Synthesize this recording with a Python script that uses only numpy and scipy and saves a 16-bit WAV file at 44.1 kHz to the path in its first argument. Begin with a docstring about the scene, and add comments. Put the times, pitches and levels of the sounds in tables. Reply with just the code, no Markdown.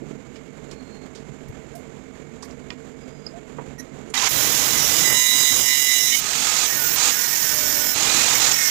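"""An angle grinder snaps on and cuts a spinning steel rod: one long face cut, then short edge cuts.
Wheel speed sets the pitch of grit, chatter and whistles: grit repeats every turn, speed sags under load.
Between cuts the slack bevel gears rattle; the fan rushes and gusts off the wheel buffet the microphone.
Behind it a belt-driven drill press rumbles and hums; taps, knocks, brief narrow tones and a skid are heard.
The workshop is on the right; the left has a faint rumble, a differentiated trace of it and one thud."""
import sys
import numpy as np
from scipy import signal
from scipy.fft import rfft, irfft, next_fast_len
from scipy.io import wavfile
from scipy.ndimage import map_coordinates

SR = 44100
rng = np.random.default_rng(int(sys.argv[2]) if len(sys.argv) > 2 else 0)


def wav_record(signal):
    """Record a signal, one row per channel, as 16-bit PCM in the file named by sys.argv[1]."""
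    frames = np.transpose(np.atleast_2d(signal))
    bounded = np.clip(frames, -1, 1)
    # unit amplitude maps onto the largest positive 16-bit level
    quanta = np.round(bounded * 32767).astype(np.int16)
    wavfile.write(sys.argv[1], SR, quanta)


N = 383669
TIME = np.arange(N) / SR

# Levels are those of the sources, before the room and output gain.
# cuts with the face of the wheel: (start [s], end [s], speed approached under load [turns/s], scrape [dB],
# hiss [dB], hiss swell [dB/s], gear rattle until the next cut [dB], rattle build-up [s])
FACE_CUTS = [(4.29, 6.2, 143.2, -20.5, -26.5, -1.5, -22, 0.16)]
# cuts with the edge of the wheel: columns as FACE_CUTS; no rattle follows the last
EDGE_CUTS = [(6.665, 6.959, 148.6, -29, -26.5, 7, -19, 0.012),
             (7.113, 7.942, 146.4, -27.5, -25.7, -1, -21, 0.005),
             (8.341, 8.397, 154.6, -24, -27, 0, -20.5, 0.006),
             (8.486, 8.507, 160.5, -25, -30, 0, -20.5, 0.0051),
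             (8.525, 8.753, 152.3, -25, -29, 7, -21, .05)]
# chatter of wheel on rod, by tone family: (time [s], low whine [dB], main whine [dB], middle [dB],
# upper [dB], shrill [dB], treble [dB])
CHATTER_LEVELS = [(4.64, -70, -60, -45, -60, -45, -41), (4.77, -60, -30.5, -37, -42, -38, -51),
                  (4.82, -60, -50, -49, -52, -28, -46), (4.87, -60, -46, -46, -37, -34, -43),
                  (4.92, -60, -50, -41, -50, -39, -28), (5.02, -56, -42, -40, -36, -33, -32),
                  (5.06, -55, -27, -40, -29, -32, -21), (5.11, -48, -26.5, -38, -41, -36, -25.5),
                  (5.17, -38, -31, -31, -25, -31, -23), (5.23, -42, -30, -34, -33, -41, -24),
                  (5.28, -49, -27.5, -38, -24, -37, -26), (5.32, -42, -28.5, -33, -26, -33, -26),
                  (5.38, -44, -32.5, -32, -29, -39, -21.5), (5.44, -43, -34, -34, -24.5, -38, -21.5),
                  (5.5, -46, -27, -30, -27, -31, -25), (5.56, -47, -51, -39, -29, -36, -26),
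                  (5.61, -46, -40, -32, -42, -38, -25), (5.67, -46, -27.5, -29, -31.5, -29, -24),
                  (5.72, -39, -26, -29, -23.5, -29, -26), (5.78, -52, -30.5, -29.5, -31.5, -34, -23),
                  (5.86, -55, -34, -31, -33, -33, -26), (5.9, -56, -26.5, -32, -28, -32, -29),
                  (5.97, -58, -31, -34, -31.5, -32, -29), (6.01, -60, -33.5, -38, -33, -22, -29),
                  (6.09, -62, -37, -46, -30, -29, -30), (6.17, -67, -42, -31, -40, -31, -36)]
# chatter tones, one list per family in that order: (multiple of wheel speed [-], relative level [dB])
CHATTER_ORDERS = [
    [(7, 0)],
    [(13, -10), (14, 0), (15, -10), (16, -11), (17, -16), (18, -22)],
    [(19, -16), (20, 0), (21, -7), (22, -18), (23, -13)],
    [(24, -19), (25, -14), (26, -12), (27, 0), (28, -18), (29, -15), (30, -19)],
    [(36, -5), (37, -6), (38, -1), (39, 0), (40, -8), (41, -4), (42, -11)],
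    [(32, -14), (33, -17), (34, -7), (35, -3), (43, -6), (44, -8), (45, 0), (46, -5), (47, -3), (48, -7),
     (49, 0), (50, -2), (52, -9), (53, -10), (54, -3), (56, -11), (57, -12), (59, -14), (63, -9), (65, -9),
     (67, -10), (69, -9), (75, -14), (78, -14), (80, -11), (90, -9), (92, -9), (104, -14), (106, -12)],
]
# wheel flexing in the edge cuts: (multiple of wheel speed [-], relative level [dB])
FLEX_ORDERS = [(10, -2), (11, -3), (12, 0), (13, -8), (15, -8), (36, -2), (38, -1), (40, -3), (41, -4),
               (47, -1)]
# squeal as the face slides off the rod: (multiple of wheel speed [-], relative level [dB])
SQUEAL_ORDERS = [(13, -1), (15, 0), (20, -6), (21, -2), (25, -11)]
# wheel singing in the edge cuts: (start [s], end [s], level [dB])
WHISTLES = [(6.67, 6.84, -42), (6.76, 6.9, -40), (6.74, 6.95, -30.5), (6.82, 6.95, -27.5),
            (7.112, 7.253, -36), (7.32, 7.922, -46), (7.51, 7.848, -44), (7.36, 7.72, -44),
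            (7.55, 7.93, -28.5), (8.56, 8.64, -29.5), (8.65, 8.7, -25)]
# tones of each whistle, one list per row: (multiple of wheel speed [-], relative level [dB])
WHISTLE_ORDERS = [
    [(11, 0)],
    [(9, 0)],
    [(82, -2), (83, -3), (85, 0), (86, -2)],
    [(94, -8), (95, 0), (96, -2)],
    [(11, 0)],
    [(10, 0), (12, -1)],
    [(4, 0)],
    [(31, 0)],
    [(36, 0), (38, -2), (40, -3), (47, -2), (79, -7), (81, -5), (85, -2), (87, 0), (89, -2), (96, -6),
     (100, -6)],
    [(13, 0)],
    [(13, -6), (36, 0)],
]
# draught of the wheel sweeping the microphone: (start [s], end [s], rush [dB], buffeting [dB])
GUSTS = [(4.301, 5.14, -27, -35), (5.306, 5.435, -32, -42.5), (5.5, 5.608, -29, -36.5),
         (6.223, 6.647, -52, -45), (6.72, 7.097, -36, -41.5), (7.41, 7.874, -37.5, -41.5),
         (7.946, 8.516, -26.5, -38)]

# spectrum of the clatter at switch-on: (frequency [Hz], density [dB])
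START_COLOUR = [(180, -55), (300, -27), (411, -9), (553, -20), (794, -2), (985, -3), (1260, -5),
                (1970, -3.5), (3180, -2), (3810, -6), (6680, 0.5), (8840, -15), (15500, -20)]
# spectrum of the slack gears: (frequency [Hz], density [dB])
GEAR_COLOUR = [(290, -23), (500, -6.5), (561, -21), (758, -1), (1170, -8), (1240, -3.5), (1470, -3.5),
               (2330, -1.5), (2500, 0), (3060, -3), (3960, 0), (5670, 0.5), (6740, 6.5), (7600, 2.5),
               (9240, -10), (15500, -9)]
# spectrum of the face scrape: (frequency [Hz], density [dB])
FACE_COLOUR = [(900, -45), (1900, -10.5), (2550, -1), (3100, -6), (3900, -1), (4450, -6.5), (5400, -2),
               (7000, 4.5), (8700, -8.5), (9600, -8), (10400, -6.5), (11500, -24), (15500, -3.5)]
# spectrum of the edge scrape: (frequency [Hz], density [dB])
EDGE_COLOUR = [(900, -25), (1800, -8), (2800, -7), (4700, -6.5), (5500, 0.5), (7000, 1), (8300, -5),
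               (10500, -14), (12000, -19), (15500, -8.5)]
# spectrum of grit tearing off chips: (frequency [Hz], density [dB])
HISS_COLOUR = [(8000, -21.5), (11000, -9), (12000, -3.5), (13200, -2.5), (14200, -4.5), (15200, -1)]
# spectrum of the air rush: (frequency [Hz], density [dB])
RUSH_COLOUR = [(200, -8), (500, -3.5), (900, 1.5), (1500, 0.5), (3500, 0), (7000, -0.5), (15000, -31)]
# spectrum of air buffeting the microphone: (frequency [Hz], density [dB])
BUFFET_COLOUR = [(20, -25), (60, -2.5), (150, -1), (350, -1.5), (600, -6.5), (1500, -39)]
# spectrum of the press rumble: (frequency [Hz], density [dB])
PRESS_COLOUR = [(20, -14), (65, 1), (105, -8), (220, 2), (350, -1), (480, -3), (600, -8), (1000, -14.5),
                (1700, -16), (2250, -19.5), (3200, -23.5), (5600, -31), (6500, -22.5), (7300, -19),
                (8200, -34.5), (10000, -39.5), (13500, -45.5), (15500, -57)]

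# hum of the press: (frequency [Hz], half-width at half amplitude [Hz], level [dB])
PRESS_HUM = [(142.2, 8.1, -50), (207.6, 6.7, -54.5), (254.5, 8.8, -49.5), (444.6, 18.6, -50.5),
             (644, 9, -61.5), (2200, 140, -61)]
# modes of the steel table and tools: (frequency [Hz], relative level [dB], t60 [s])
STEEL_MODES = [(140, 9, 0.12), (443, 14, 0.08), (838, 10.5, 0.07), (970, 11, 0.097), (1145, 18.5, 0.03),
               (1900, 9.5, 0.11), (2390, 5, 0.11), (2500, -16, 0.11), (2870, -18, 0.059),
               (3470, -26, 0.017), (5150, -13, 0.026), (6660, -7, 0.085), (5630, -4, 0.08), (6900, -7, .05),
               (9300, -9, 0.072), (12300, -6, 0.073)]
# taps and knocks: (time [s], peak [dB], centre [Hz], spread [octaves], crack [dB re 4], crack decay [s])
KNOCKS = [(0.019, -28.5, 252, 0.68, 26, 0.054), (0.111, -29.5, 220, 0.87, 1, .02),
          (0.358, -37.5, 3000, 0.78, 4, 0.017), (0.712, -34.5, 4700, 0.56, 10, 0.012),
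          (1.15, -38, 4300, 0.59, 7, 0.027), (1.295, -32, 160, 0.36, -1, .02),
          (1.484, -44, 7000, 1.2, -2, .012), (1.752, -38.5, 7440, 0.9, 4, 0.023),
          (2.425, -33, 5440, 0.46, 12, 0.017), (2.43, -30.5, 1080, 0.86, 10, 0.02),
          (2.446, -44, 11500, 0.4, 10, .01), (2.51, -41, 5200, 0.31, 4, 0.0055),
          (2.704, -19.5, 2940, 0.58, 20, 0.0026), (2.704, -34, 1150, 0.62, 16, .008),
          (2.721, -38, 2400, 0.55, 20, .005), (3.266, -26, 4940, 0.064, 14, 0.0041),
          (3.585, -23, 430, 1.08, 9, 0.021), (4.1, -37.5, 7900, 0.26, -17, .01),
          (4.14, -14.5, 2800, 1, 11, 0.0089)]
# short narrow tones, squeaks, then rings and whines of the grinder: (start [s], length [s],
# frequency [Hz], half-width [Hz], level [dB], glide [Hz/s], waver [share of pitch])
BRIEF_TONES = [(0.673, 0.39, 4260, 70, -59.5, 4, .002), (1.729, 0.077, 655, 18, -40, 0, 0.025),
               (2.96, 0.37, 4920, 50, -65, 4, .005), (3.23, 0.08, 4280, 60, -58, 0, 0),
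               (3.305, 0.098, 700, 20, -43, 500, 0.019), (4.147, 0.041, 2000, 35, -29, 0, 0),
               (4.17, 0.027, 3840, 67, -22, 0, 0), (4.215, 0.032, 980, 60, -28, 0, 0.0015),
               (4.255, 0.028, 2160, 45, -28.5, 0, 0), (6.376, 0.24, 1267, 14, -45, 0, 0),
               (6.95, 0.21, 1215, 4, -39, 260, 0), (6.99, 0.12, 2440, 14, -38, 400, 0.0047),
               (8.02, 0.26, 2453, 12.1, -35, 477, 0.0082), (8.06, 0.16, 3978, 35, -32.5, -300, .006),
               (8.39, 0.11, 4150, 60, -35, 600, .004), (8.341, 0.031, 2200, 50, -26.5, 0, 0.00025),
               (8.5, 0.12, 5470, 35, -27.5, 0, 0.0011), (8.51, 0.13, 1880, 20, -36, 0, 0.0008),
               (8.625, 0.083, 5465, 35, -25.5, 0, 0)]
# partials of a tool skidding on the table: (frequency [Hz], half-width [Hz], level [dB])
SKID_PARTIALS = [(1895, 32, -40.5), (4040, 100, -56), (5900, 370, -41), (9600, 200, -49), (11600, 500, -50)]

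# resonances of wheel and rod, face on: (frequency [Hz], width [Hz], boost [dB])
FACE_RING = [(1980, 130, 10.5), (2580, 180, -10), (4580, 330, -5), (4900, 150, 8.5), (5610, 260, 5.5),
             (6500, 270, 3.5), (8900, 300, 2), (9330, 130, 10), (11270, 360, 7.5), (13300, 400, 5)]
# resonances of wheel and rod, edge on: (frequency [Hz], width [Hz], boost [dB])
EDGE_RING = [(1473, 67, 12.5), (1860, 140, 11.5), (2205, 110, 6), (4760, 110, 5), (5290, 110, 6),
             (5400, 56, 3.5), (5900, 510, 5), (6570, 82, 4), (6880, 100, 6.5), (7640, 200, 5),
             (9300, 190, 6.5), (9780, 180, -2), (13200, 250, -1), (13600, 150, 4), (15050, 250, 1)]
# resonances of wheel guard and gear case: (frequency [Hz], width [Hz], boost [dB])
GUARD_RING = [(1247, 28, 4), (1257, 19, 7), (1690, 64, 0.5), (2490, 84, 1), (3390, 78, 3.5),
              (4040, 260, 1.5), (5440, 110, 3), (6200, 150, 2)]
# wheel modes that lift the flex tones: (frequency [Hz], width [Hz], boost [dB])
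FLEX_RING = [(1800, 52, 3.5), (1519, 63, 4)]
# valleys in the noise while the chatter is loud: (frequency [Hz], width [Hz], boost [dB])
VALLEYS = [(4440, 300, -24), (2580, 150, -8)]

SWITCH_ON_S, FREE_TURNS_PER_S = 4.14, 176.2
# time constants of the wheel speed
RUN_UP_S, RECOVER_S, FACE_SAG_S, EDGE_SAG_S = .066, .135, .195, .245
PICK_UP_TURNS_PER_S, PICK_UP_S = 6, .1  # extra speed around the end of the face cut, as the hand eases out
BITE_DB, BITE_S = -6.5, 0.37  # face scrape starts softer and grows as it bites in
EASE_DB, EASE_S = -4.5, 0.024  # hand eases off before the wheel lifts
SLACK_DB = -4.5  # rattle starts this much softer as the load comes off
RATTLE_DB_PER_TURN_PER_S = 0.21
KICK_DB, KICK_DB_PER_S = -26.5, 58  # clatter at switch-on and its growth
GUST_ATTACK_S, GUST_RELEASE_S = 0.014, 0.038
FAN_DB, FACE_RUSH_DB = -31.5, -4  # fan at free speed; change of the rush during the face cut
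SQUEAL_START_S, SQUEAL_END_S, SQUEAL_DB = 6.105, 6.155, -20
FLEX_DB = -15.5  # re edge scrape
VALLEY_FULL_DB = -22.5  # chatter level at which the valleys are deepest
PRESS_RUMBLE_DB = -43
SKID_S, SKID_LENGTH_S = 3.778, 0.044
BUMP_S = 1.495
WALL_T60_S = 0.17
OUTPUT_DB = 5
FLUTTER_HZ = SR / 1024
TOP_HZ = 15450


def undb(db):
    """Decibels to gain."""
    return 10 ** (np.asarray(db) / 20)


def unit(x):
    """Scale to rms 1."""
    return x / np.sqrt(np.mean(x ** 2) + 1e-20)


def curve(rows, axis=1):
    """One table column, joined by straight lines in time."""
    rows = np.array(rows)
    return np.interp(TIME, rows[:, 0], rows[:, axis])


def gate(start_s, end_s, fade_s):
    """1 between two times, with short ramps centred on them."""
    inside_s = np.minimum(TIME - start_s, end_s - TIME)
    return np.sqrt(np.clip(inside_s / fade_s + .5, 0, 1))


def swell(start_s, end_s, attack_s, release_s):
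    """Exponential build-up from the start and decay after the end."""
    age_s = np.clip(TIME - start_s, 0, end_s - start_s)
    since_end_s = np.maximum(TIME - end_s, 0)
    return (1 - np.exp(-age_s / attack_s)) * np.exp(-since_end_s / release_s)


def walk(rate_hz, t=TIME):
    """Random wander with rate_hz new targets per second, spread near 1."""
    steps = rng.standard_normal(N // 8)
    return 1.2 * np.interp(t * rate_hz, np.arange(len(steps)), steps)


def shape(x, response):
    """Filter by a gain as a function of frequency; rms 1."""
    size = next_fast_len(len(x), True)
    hz = np.maximum(np.arange(size // 2 + 1) * SR / size, 1)
    return unit(irfft(rfft(x, size) * response(hz), size)[:len(x)])


def colour(x, points):
    """Filter by (frequency [Hz], gain [dB]) points on a log-frequency axis; rms 1."""
    hz, db = np.transpose(points)
    return shape(x, lambda f: undb(np.interp(np.log(f), np.log(hz), db)))


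def resonance(hz, half_width_hz, size):
    """A resonance driven by noise; rms 1."""
    return shape(rng.standard_normal(size), lambda f: 1 / (1 + ((f - hz) / half_width_hz) ** 2))


def ring(x, modes):
    """Boost or cut the sound around a few frequencies; rms 1."""
    def response(f):
        return undb(sum(db / (1 + (2 * (f - hz) / width_hz) ** 2) for hz, width_hz, db in modes))
    return shape(x, response)


def bump(hz, decay_s, db):
    """A short, low thud through the microphone body: a decaying sine."""
    t = np.maximum(TIME - BUMP_S, 0)
    return undb(db) * np.sin(2 * np.pi * hz * t) * np.exp(-t / decay_s)


def workshop(x, wet_db):
    """Close bare walls add a short tail: convolution with decaying noise."""
    t = np.arange(SR // 3) / SR
    tail = rng.standard_normal(len(t)) * undb(-60 * t / WALL_T60_S) * (t > .005)
    return x + undb(wet_db) * signal.fftconvolve(x, tail / np.linalg.norm(tail))[:N]


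def drill_press():
    """Motor, belt and bearings rumble and ring the cast frame: coloured noise plus narrow hums."""
    rough = rng.standard_normal(N) * undb(1.66 * walk(45))
    rumble = colour(rough, PRESS_COLOUR) * undb(PRESS_RUMBLE_DB + 0.15 * walk(3.6))
    hum = sum(undb(db) * resonance(hz, half_width_hz, N) for hz, half_width_hz, db in PRESS_HUM)
    return rumble + hum


def knock(peak_db, centre_hz, spread_oct, crack_db, crack_decay_s, size):
    """A blow rings the steel modes near its own pitch, with a short noise crack."""
    t = np.arange(size) / SR
    modes = sum(undb(db) * np.sin(2 * np.pi * hz * t + rng.uniform(0, 2 * np.pi)) * undb(-60 * t / t60_s)
                for hz, db, t60_s in STEEL_MODES)
    crack = 4 * undb(crack_db) * rng.standard_normal(size) * np.exp(-t / crack_decay_s)
    padded = np.pad(modes + crack, (size, 0))  # room for the filter to spread ahead of the blow
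    blow = shape(padded, lambda f: np.exp(-.5 * (np.log2(f / centre_hz) / spread_oct) ** 2))
    return undb(peak_db) * blow / np.abs(blow).max()


def brief_tone(length_s, hz, half_width_hz, db, glide_hz_per_s=0, waver=0):
    """A narrow noise-driven ring that fades in and out, read at a sliding and wavering rate."""
    t = TIME[:int(length_s * SR)]
    pitch = 1 + glide_hz_per_s * (t - length_s / 2) / hz + waver * walk(44.5)[:len(t)]
    narrow = resonance(hz, half_width_hz, size=32768)
    sound = unit(map_coordinates(narrow, [np.cumsum(pitch)], mode="wrap"))
    return undb(db) * sound * signal.get_window(("tukey", min(1, .08 / length_s)), len(t))


def knocks_and_tones(size=16384):
    """Taps, knocks, brief tones and a skid."""
    out = np.zeros(N + SR)  # leads TIME by size samples
    for start_s, *row in KNOCKS:
        out[int(start_s * SR):][:2 * size] += knock(*row, size)
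    skid = [(SKID_S, SKID_LENGTH_S, *partial) for partial in SKID_PARTIALS]
    for start_s, *row in BRIEF_TONES + skid:
        sound = brief_tone(*row)
        out[size + int(start_s * SR):][:len(sound)] += sound
    return out[size:][:N]


def wheel_speed():
    """Turns per second: run-up, sag towards loaded speed in each cut, recovery after it."""
    speed = np.full(N, FREE_TURNS_PER_S)
    for cuts, sag_s in (FACE_CUTS, FACE_SAG_S), (EDGE_CUTS, EDGE_SAG_S):
        for start_s, end_s, loaded, *_ in cuts:
            for from_s, goal, lag_s in (start_s, loaded, sag_s), (end_s, FREE_TURNS_PER_S, RECOVER_S):
                offset = np.interp(from_s, TIME, speed) - goal
                approach = goal + offset * np.exp(-np.abs(TIME - from_s) / lag_s)
                speed = np.where(TIME < from_s, speed, approach)
    face_end_s = FACE_CUTS[0][1]
    speed = speed + PICK_UP_TURNS_PER_S * np.exp(-np.abs(TIME - face_end_s) / PICK_UP_S)
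    return speed * (1 - np.exp(-np.maximum(TIME - SWITCH_ON_S, 0) / RUN_UP_S))


def rim(turns, memory, lasting=0, size=640, count=128):
    """Roughness round a wheel, read once a turn: wear renews grit, the wheel's own unevenness lasts."""
    keep = np.clip(memory, 0, .995)
    fresh = rng.standard_normal((int(turns[-1]) + 2, count, 2)) @ np.array([1, 1j])
    grit = signal.lfilter([np.sqrt((1 - keep ** 2) / 2)], [1, -keep], fresh, axis=0)  # turn to turn
    uneven = lasting * np.exp(2j * np.pi * rng.random(count))
    profile = irfft(grit + uneven, size, axis=1).ravel()
    return unit(map_coordinates(profile, [turns * size], order=1))


def tones(turns, orders, slip_turns, swell_db, span_s):
    """Multiples of wheel speed, each swelling and trembling; uneven rotation blurs the high ones."""
    heard = (TIME > span_s[0] - .1) & (TIME < span_s[1] + .1)
    t = TIME[heard]
    angle = 2 * np.pi * (turns[heard] + slip_turns * walk(110, t))
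    mix = 0
    for order, db in orders:
        level = undb(db + swell_db * walk(7, t) + walk(25, t))
        mix = mix + level * np.sin(order * angle + rng.uniform(0, 2 * np.pi))
    out = np.zeros(N)
    out[heard] = unit(mix)
    return out


def draught(speed):
    """Fan rush grows with wheel speed; gusts off the wheel add rush and buffet the microphone."""
    face_rush_db = FACE_RUSH_DB * gate(*FACE_CUTS[0][:2], fade_s=0.1)
    rush = undb(FAN_DB + face_rush_db) * speed / FREE_TURNS_PER_S
    buffet = 0
    for start_s, end_s, rush_db, buffet_db in GUSTS:
        gust = swell(start_s, end_s, GUST_ATTACK_S, GUST_RELEASE_S)
        rush = np.hypot(rush, undb(rush_db) * gust)
        buffet = buffet + undb(buffet_db) * gust
    rushing = colour(rng.standard_normal(N), RUSH_COLOUR) * rush
    buffeting = colour(rng.standard_normal(N), BUFFET_COLOUR) * buffet * undb(walk(25))
    return rushing + buffeting


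def gears(turns, speed):
    """Unloaded teeth clatter in their backlash and ring the guard; the start kick is coarser noise."""
    cuts = FACE_CUTS + EDGE_CUTS
    first_touch_s = cuts[0][0]
    kick_db = KICK_DB + KICK_DB_PER_S * (np.minimum(TIME, first_touch_s) - SWITCH_ON_S)
    kick = undb(kick_db) * gate(SWITCH_ON_S + 0.0011, first_touch_s - .008, fade_s=0.006)
    start = colour(rng.standard_normal(N) * undb(0.92 * walk(400)), START_COLOUR) * kick

    slack = 0
    for (_, lift_s, *_, rattle_db, build_s), following in zip(cuts, cuts[1:]):
        settling = np.exp(-np.maximum(TIME - lift_s, 0) / build_s)
        slack = slack + undb(rattle_db + SLACK_DB * settling) * gate(lift_s, following[0], fade_s=0.0072)
    clatter = rim(turns, memory=0.18) * undb(0.28 * walk(500) + 0.5 * walk(40))
    rattle = ring(colour(clatter, GEAR_COLOUR), GUARD_RING)
    return start + rattle * slack * undb(RATTLE_DB_PER_TURN_PER_S * (speed - FREE_TURNS_PER_S))


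def whistling(turns):
    """Wheel flex and a few proud grains repeat once a turn and sing at multiples of wheel speed."""
    out = 0
    for (start_s, end_s, db), orders in zip(WHISTLES, WHISTLE_ORDERS):
        song = tones(turns, orders, slip_turns=.0011, swell_db=1.5, span_s=(start_s, end_s))
        out = out + undb(db) * swell(start_s, end_s, attack_s=.018, release_s=.012) * song
    return out


def chattering(turns):
    """Wheel bounces on rod: tone families swell in turn, then squeal; returns sound and bounce."""
    start_s, end_s = FACE_CUTS[0][:2]
    levels_db = np.array([curve(CHATTER_LEVELS, axis=k + 1) for k in range(len(CHATTER_ORDERS))])
    levels = undb(levels_db) * gate(start_s, end_s - .03, fade_s=0.063)
    whine = sum(level * tones(turns, family, slip_turns=.0006, swell_db=1.2, span_s=(start_s, end_s))
                for level, family in zip(levels, CHATTER_ORDERS))
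    squeal_span_s = (SQUEAL_START_S, SQUEAL_END_S)
    squeal = tones(turns, SQUEAL_ORDERS, slip_turns=0.0029, swell_db=-1.5, span_s=squeal_span_s)
    squeal = squeal * swell(*squeal_span_s, attack_s=0.027, release_s=0.0053)
    return whine + undb(SQUEAL_DB) * squeal, np.linalg.norm(levels, axis=0)


def face_scrape(turns, bounce):
    """Grit of the face rings wheel and rod; a bouncing wheel scrapes less."""
    grit = rim(turns, memory=0.49, lasting=0.081) * undb(0.38 * walk(700))
    return ring(colour(grit, FACE_COLOUR), FACE_RING) / (1 + 12 * bounce)


def edge_scrape(turns):
    """Grit of the edge rings wheel and rod; flex tones are loudest near a wheel mode."""
    grit = rim(turns, memory=0.54, lasting=0.59) * undb(1.4 * walk(760))
    span_s = (EDGE_CUTS[0][0], EDGE_CUTS[-1][1])
    flex = tones(turns, FLEX_ORDERS, slip_turns=.0009, swell_db=1.6, span_s=span_s)
    return ring(colour(grit, EDGE_COLOUR), EDGE_RING) + undb(FLEX_DB) * ring(flex, FLEX_RING)


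def grinding(turns, cuts, body, modes, bite_db=0):
    """Each cut gates the scrape and the fine hiss of grit tearing off chips; the hand wavers."""
    grit = rim(turns, memory=0.52, lasting=0.31) * undb(1.3 * walk(900))
    hiss = ring(colour(grit, HISS_COLOUR), modes)
    hand_db = 0.86 * walk(14)
    out = 0
    for start_s, end_s, _, scrape_db, hiss_db, swell_db_per_s, *_ in cuts:
        age_s = np.clip(TIME - start_s, 0, end_s - start_s)
        biting_db = bite_db * np.exp(-age_s / BITE_S)
        easing_db = EASE_DB * np.exp(-np.maximum(end_s - TIME, 0) / EASE_S)
        scrape = body * undb(scrape_db + biting_db + easing_db + hand_db)
        chips = hiss * undb(hiss_db + swell_db_per_s * age_s + walk(25))
        out = out + gate(start_s, end_s, fade_s=0.014) * (scrape + chips)
    return out


def grinder():
    """Wheel speed sets the pitch of grit, chatter and gears; the wheel also throws air."""
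    speed = wheel_speed()
    turns = np.cumsum(speed + 0.15 * walk(9)) / SR
    chatter, bounce = chattering(turns)
    face_cuts = grinding(turns, FACE_CUTS, face_scrape(turns, bounce), FACE_RING, BITE_DB)
    edge_cuts = grinding(turns, EDGE_CUTS, edge_scrape(turns), EDGE_RING)
    noise = gears(turns, speed) + face_cuts + edge_cuts + draught(speed)
    # noise darkens around 4.4 and 2.6 kHz while the chatter is loud
    hollow = np.minimum(bounce / undb(VALLEY_FULL_DB), 1) ** 4
    noise = (1 - hollow) * noise + hollow * ring(noise, VALLEYS) * np.std(noise)
    return noise + chatter + whistling(turns)


def scene():
    """Right: the workshop; left: faint rumble, a differentiated trace of the workshop, the thud."""
    press = drill_press() * undb(-4 * gate(4.4, np.inf, fade_s=0.18))  # recedes under the grinder
    air = press + workshop(knocks_and_tones() + grinder(), wet_db=-14.0)
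    leak = undb(-54.0) * np.diff(air, prepend=0)
    rumble_colour = [(30, 18), (150, 5), (500, -23.5), (2000, -19.0), (15000, -46)]  # (Hz, dB)
    rumble = undb(-64.0) * colour(rng.standard_normal(N), rumble_colour)
    thud = bump(hz=108, decay_s=0.01, db=-22)
    return np.array([leak + rumble + thud, undb(OUTPUT_DB) * air + undb(-28) * thud])


def record(dry):
    """The level flutters slightly and fast; the highest peaks are rounded and the top is cut."""
    x = dry * undb(1.1 * np.cos(2 * np.pi * (FLUTTER_HZ * TIME + 1 / 7)))
    rounded = x / (1 + (x / .85) ** 4) ** .25
    return signal.sosfilt(signal.ellip(12, .1, 80, TOP_HZ, fs=SR, output="sos"), rounded)


dry = scene()
out = record(dry)
wav_record(out)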